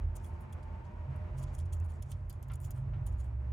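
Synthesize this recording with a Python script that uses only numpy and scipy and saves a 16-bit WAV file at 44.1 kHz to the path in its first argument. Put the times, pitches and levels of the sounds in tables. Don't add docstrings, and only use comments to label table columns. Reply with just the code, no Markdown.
import sys
import numpy as np
from scipy import signal
from scipy.fft import rfft, irfft
from scipy.io import wavfile
from scipy.ndimage import uniform_filter1d

SR = 44100
rng = np.random.default_rng(int(sys.argv[2]) if len(sys.argv) > 2 else 0)


def gain_from_db(level_db):
    decades = np.asarray(level_db, float) / 20
    return 10 ** decades


def file_out(sig):
    cols = np.atleast_2d(sig).T
    lim = np.clip(cols, -1, 1)
    pcm = np.round(lim * 32767).astype(np.int16)
    wavfile.write(sys.argv[1], SR, pcm)


N = 155232


def at_hz(points, hz):
    table_hz, values = np.transpose(points)
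    return np.interp(np.log(hz), np.log(table_hz), values)


def in_time(rows):
    s, *columns = np.transpose(rows)
    return [np.interp(np.arange(N) / SR, s, column) for column in columns]


def rms_one(x):
    return x / np.sqrt(np.mean(x ** 2) + 1e-20)


def resonance(x, hz, width_hz):
    r = np.exp(-np.pi * width_hz / SR)
    gain = (1 - r * r) / 2
    poles = [1, -2 * r * np.cos(2 * np.pi * hz / SR), r * r]
    return signal.lfilter([gain, 0, -gain], poles, x + 1e-18)


def drift(rate_hz):
    r = np.exp(-2 * np.pi * rate_hz / SR)
    noise = rng.standard_normal(N + SR)
    return rms_one(signal.lfilter([1], [1, -2 * r, r * r], noise)[SR:])


def coloured(spectrum, channels):
    hz = np.maximum(np.fft.rfftfreq(N, 1 / SR), 1)
    return hz, rfft(rng.standard_normal((channels, N))) * gain_from_db(at_hz(spectrum, hz))


def narrow(hz, width_hz, swell):
    noise = rng.standard_normal(N + SR)
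    tone = rms_one(resonance(resonance(noise, hz, width_hz), hz, width_hz)[SR:])
    local_rms = np.sqrt(uniform_filter1d(tone * tone, size=4000))
    level_db, = in_time(swell)
    return rms_one(tone / (1 + local_rms)) * gain_from_db(level_db)


def note(rows, pitch_waver_hz, waver_db):
    hz, db = in_time(rows)
    t = np.arange(N) / SR
    outside_s = np.maximum(np.maximum(rows[0][0] - t, t - rows[-1][0]), 0)
    fade = np.exp(-outside_s / 0.081)
    wavering_hz = hz + pitch_waver_hz * drift(21.0)
    phase = 2 * np.pi * np.cumsum(wavering_hz) / SR + rng.uniform(0, 4.1)
    return np.sqrt(2) * np.sin(phase) * gain_from_db(db + waver_db * drift(27.0)) * fade


def rumble():
    # frequency in Hz, relative density in dB per Hz.
    spectrum = [(30, -65.5), (45, 24), (110, 15.5), (200, -31.5), (400, -54)]
    transform = coloured(spectrum, channels=1)[1][0]
    return gain_from_db(-47) * rms_one(irfft(transform, N))


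def booms():
    # pitch in Hz, width of the resonance in Hz.
    room = [(45, 8), (82, 9.5), (131, 6)]
    # time in seconds, level in dB.
    low = [(0, -33), (.3, -66), (1.25, -50), (1.6, -42.5), (1.949, -52.5), (3.102, -42), (3.52, -64)]
    mid = [(0, -38), (.4, -43.5), (0.951, -46), (1.15, -38), (1.45, -42.5), (1.801, -34), (2.1, -48.5),
           (3.1, -41), (3.52, -54.5)]
    high = [(0, -51), (.54, -57.5), (.66, -45.5), (1.02, -60), (1.1, -40.5), (1.261, -64.5), (1.35, -41.5),
            (1.9, -61.5), (2.069, -44.5), (2.42, -50.5), (2.512, -45.5), (3.029, -38.5), (3.1, -61)]
    return sum(narrow(hz, width, swell) for (hz, width), swell in zip(room, (low, mid, high)))


def wash():
    # frequency in Hz, relative density in dB per Hz.
    spectrum = [(205, 3), (260, -4.5), (400, -8.5), (760, -10), (960, -8.5), (1200, -14), (2500, -23.5),
                (3300, -34.5), (4300, -39.5), (7200, -44.5), (9500, -49.5), (13500, -55.5), (16500, -80)]
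    # frequency in Hz, correlation from -1 to 1.
    likeness = [(185, 1), (260, -0.08), (600, 0.28), (2000, -0.032), (8000, 0.85)]
    # time in seconds, level in dB ahead of the lift below.
    swell = [(0, -62.5), (.5, -61), (.95, -61), (1.3, -60), (1.7, -62.5), (2.3, -64.5), (2.9, -63),
             (3.52, -63)]
    lift_db, right_over_left_db = 6.5, 0.5
    treble_band_hz, treble_follows = (1750, 4940), 0.95

    hz, (mid, side) = coloured(spectrum, channels=2)
    alike = np.clip(at_hz(likeness, hz), -1, 1)
    low_cut = hz ** 4 / (hz ** 4 + 127.3 ** 4)
    common = np.sqrt(1 + alike) * mid
    opposed = np.sqrt(1 - alike) * side * [[1], [-1]]
    noise = irfft(low_cut * (common + opposed), N)

    level_db, = in_time(swell)
    band = signal.butter(1, treble_band_hz, "band", fs=SR, output="sos")
    treble = signal.sosfilt(band, noise)
    noise = noise + treble * (gain_from_db(treble_follows * (level_db - level_db.mean())) - 1)
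    noise *= gain_from_db([[-right_over_left_db / 2], [right_over_left_db / 2]])
    return rms_one(noise) * gain_from_db(lift_db + level_db + 1.06 * drift(12.0))


def hums():
    # time in seconds, level in dB ahead of the 7 dB cut.
    low = [(0, -65.5), (.35, -58.5), (0.899, -68.5), (1.35, -59), (1.901, -65)]
    high = [(0, -63), (.9, -62), (1, -53.5), (1.42, -56), (1.55, -61.5), (2.05, -63.5), (2.75, -64.5),
            (2.82, -60.5), (3.52, -62.5)]
    width_hz = 17.4
    return gain_from_db(-7.0) * (narrow(354.1, width_hz, low) + narrow(609.1, width_hz, high))


def whine():
    # time in seconds, pitch in Hz, level in dB.
    glide = [(0, 900, -69.5), (.68, 890, -62.5), (1.05, 962, -65), (1.3, 992, -67.5), (1.48, 1020, -71)]
    return note(glide, pitch_waver_hz=18, waver_db=2.5)


def stick(force, tilt_db, shift_db=0):
    # pitch in Hz, width in Hz, relative level in dB.
    modes = [(3100, 660, -14), (4640, 360, -13), (5360, 1200, -15), (6840, 510, -4.5), (7620, 450, -6),
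             (9070, 600, -1), (10680, 1200, -6), (11700, 980, -7), (14000, 3300, -8.5)]
    total = 0
    for k, (hz, width, db) in enumerate(modes):
        drive_db = tilt_db * np.log2(max(hz, 5000) / 8000)
        if shift_db:
            drive_db = drive_db + shift_db * drift(28.0)
        total = total + (-1) ** k * gain_from_db(db) * resonance(force * gain_from_db(drive_db), hz, width)
    return total


def gnawing():
    # peak in seconds, level in dB, rise in ms,
    # fall in ms, brightness in dB per octave.
    bites = [(0.1565, -71, 3.8, 40, -19), (0.168, -57.5, 12, 2.9, -2), (0.254, -67, 22, 26, -3),
             (0.3308, -83, 4.8, 83, -18), (0.409, -72.5, 3.3, 14, 6), (0.529, -61.5, 3.5, 6.4, -8),
             (0.633, -70.5, 6, 8, -14), (0.855, -79, 12, 12, -27), (1.161, -74, 2.3, 8.2, 3),
             (1.3952, -64.5, 25, 25, -10), (1.432, -60.5, 7.5, 4.5, -10), (1.439, -73.5, 1.3, 6.9, -37),
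             (1.482, -80, 15.4, 62, -21), (1.5515, -64, 14, 11.5, -5), (1.59, -60.5, 7.6, 4.8, -10.5),
             (1.5995, -64, 1, 11, -14), (1.659, -71, 5.9, 5, -15), (1.7237, -61, 0.62, 22, -8.5),
             (1.734, -58.5, 5.8, 5, -8), (1.8507, -67.5, 7, 3.4, -2), (1.906, -68.5, 17, 14, -8),
             (1.9393, -75.5, 3.5, 32, -10), (2.0272, -57.5, 3.9, 3.6, -12), (2.07, -78, 24, 110, -14),
             (2.109, -67, 11, 8.7, -7), (2.118, -59, 1, 8, -17), (2.299, -58, 0.79, 7.8, -20.5),
             (2.3273, -70, 1.7, 18, -12), (2.4306, -65.5, 1.9, 7.8, -15.5), (2.4856, -69.5, 3.7, 5.4, 0),
             (2.5232, -75.5, 14, 2.5, -14), (2.5366, -56.5, 2.4, 6.5, -7.5), (2.5566, -59.5, 4.3, 2.8, -2),
             (2.618, -68.5, 8, 12, 2.5), (2.6482, -57.5, 12, 15.3, -6), (2.7148, -56.5, 8.3, 3.1, -6),
             (2.777, -73, 44, 22, -5.5), (3.068, -61.5, 2.5, 15, -8.5), (3.1279, -72.5, 8.3, 13, -7),
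             (3.2085, -65.5, 22, 10, -7), (3.2484, -75, 12, 18, -7)]
    grains_per_s, grain_spread_db, side_share = 7000, 2.5, 0.45
    t = np.arange(N) / SR
    level, tilt = np.full(N, 1e-9), np.zeros(N)
    for s, db, rise, fall, bright in bites:
        near = slice(max(int((s - .2) * SR), 0), int((s + .4) * SR))
        ms = (t[near] - s) * 1000
        pressure = gain_from_db(db) * np.exp(-np.where(ms < 0, (ms / rise) ** 2, ms / fall))
        level[near] += pressure
        tilt[near] += bright * pressure

    strikes = rng.random((2, N)) < grains_per_s / SR
    unevenness_db = grain_spread_db * np.minimum(rng.exponential(1, (2, N)), 4)
    grains = strikes * rng.standard_normal((2, N)) * gain_from_db(unevenness_db)
    force = grains * level / np.std(stick(grains[0], 0))
    mid, side = stick(force, tilt / level, shift_db=2.2)
    return mid + side_share * side * np.array([[1], [-1]])


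def chips():
    # start in seconds, peak of the snap in dB, pitch in Hz.
    crumbs = [(0.1706, -48, 9300), (.2451, -51, 10300), (0.5265, -53, 11300), (1.4287, -48.5, 8600),
              (1.4375, -44, 9100), (1.551, -48, 7100), (1.5902, -43, 8500), (1.801, -51.5, 6900),
              (1.862, -57, 9000), (2.024, -44, 10800), (2.026, -52, 11100), (2.1165, -39.5, 9500),
              (2.2973, -39, 11900), (2.297, -59.5, 9000), (2.3022, -62, 9500), (2.3055, -47, 11900),
              (2.3284, -49, 11200), (2.4272, -44.5, 12500), (2.5185, -51, 10900), (2.535, -53, 7850),
              (2.5566, -52.5, 7900), (2.6028, -48.5, 9250), (2.6112, -52, 11000), (2.707, -37.5, 12730),
              (2.7154, -52, 6980), (3.0642, -45, 10700), (3.068, -44.5, 9300), (3.0753, -48, 9800)]
    width_hz, tail_db, tail_s = 3000, -14, .002
    t = np.arange(400) / SR
    snaps, force = np.zeros(N), np.zeros(N)
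    for s, db, hz in crumbs:
        at = slice(int(s * SR), int(s * SR) + len(t))
        snap = resonance(resonance(t == 0, hz, width_hz), hz, width_hz)
        snaps[at] += gain_from_db(db) * snap / np.abs(snap).max()
        grit = rng.standard_normal(len(t))
        force[at] += gain_from_db(db + tail_db) * grit * np.exp(-t / tail_s)
    stick_gain = np.std(stick(rng.standard_normal(SR), 0))
    return snaps + stick(force, 0, shift_db=2.2) / stick_gain


def taps():
    # start in seconds, peak in dB, pitch in Hz.
    rings = [(0.245, -61, 3340), (0.528, -60.5, 3360), (1.808, -63.5, 2630)]
    width_hz = 50
    total = np.zeros(N)
    for s, db, hz in rings:
        after = np.arange(N) / SR - s
        decay = (after > 0) * np.exp(-np.pi * width_hz * np.maximum(after, 0))
        total += gain_from_db(db) * decay * np.sin(2 * np.pi * hz * after)
    return total


def engine():
    # time in seconds, pitch in Hz, level in dB.
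    low = [(2.2, 52, -46), (2.8, 56.7, -50.5), (3.1, 61.1, -38.5), (3.52, 69.5, -37)]
    high = [(2.1, 94, -44.5), (2.5, 101, -51.5), (2.9, 108, -43), (3.52, 117, -45.5)]
    return note(low, 0.9, waver_db=1.5) + note(high, 1.0, waver_db=1.5)


def cardboard(x):
    # pitch in Hz, width in Hz, relative level in dB.
    modes = [(1050, 300, 5.5), (1820, 530, -13.5), (1347, 18, 10.5), (2340, 350, -1), (3070, 430, -2.5)]
    return sum((-1) ** k * gain_from_db(db) * resonance(x, hz, width) for k, (hz, width, db) in enumerate(modes))


def knocks():
    # start in seconds, level in dB, fall in ms.
    blows = [(2.499, -54.5, 26), (2.515, -71, 15), (2.771, -65, 25), (2.934, -60, 23)]
    t = np.arange(N) / SR
    shape = sum(gain_from_db(db) * (t > s) * np.exp(-np.maximum(t - s, 0) * 1000 / fall) for s, db, fall in blows)
    low_pass = signal.butter(2, 4000, fs=SR, output="sos")
    noise = signal.sosfilt(low_pass, rng.standard_normal(N))
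    return cardboard(noise * shape) / np.std(cardboard(noise))


def pen(x):
    level_db, t60_s = -9, .045
    t = np.arange(int(.2 * SR)) / SR
    tail = rng.standard_normal((2, len(t))) * gain_from_db(-60 * t / t60_s) * (t > .001)
    tail /= np.sqrt((tail ** 2).sum(axis=1, keepdims=True))
    return gain_from_db(level_db) * signal.fftconvolve(x, tail, axes=1)[:, :N]


def scene():
    bass = (rumble() + booms() + engine()) * gain_from_db([[-1], [1]])
    tones = hums() + whine()
    street = wash() + [tones, np.roll(tones, 6)]
    near = gnawing() + chips() + taps() + knocks()
    return near + pen(near) + bass + street


def top_cut(x):
    return signal.sosfilt(signal.butter(12, 16510, fs=SR, output="sos"), x)


def record(dry):
    bass_cut = signal.butter(4, 29.3, "high", fs=SR, output="sos")
    return top_cut(signal.sosfilt(bass_cut, dry))


dry = scene()
out = record(dry)
file_out(out)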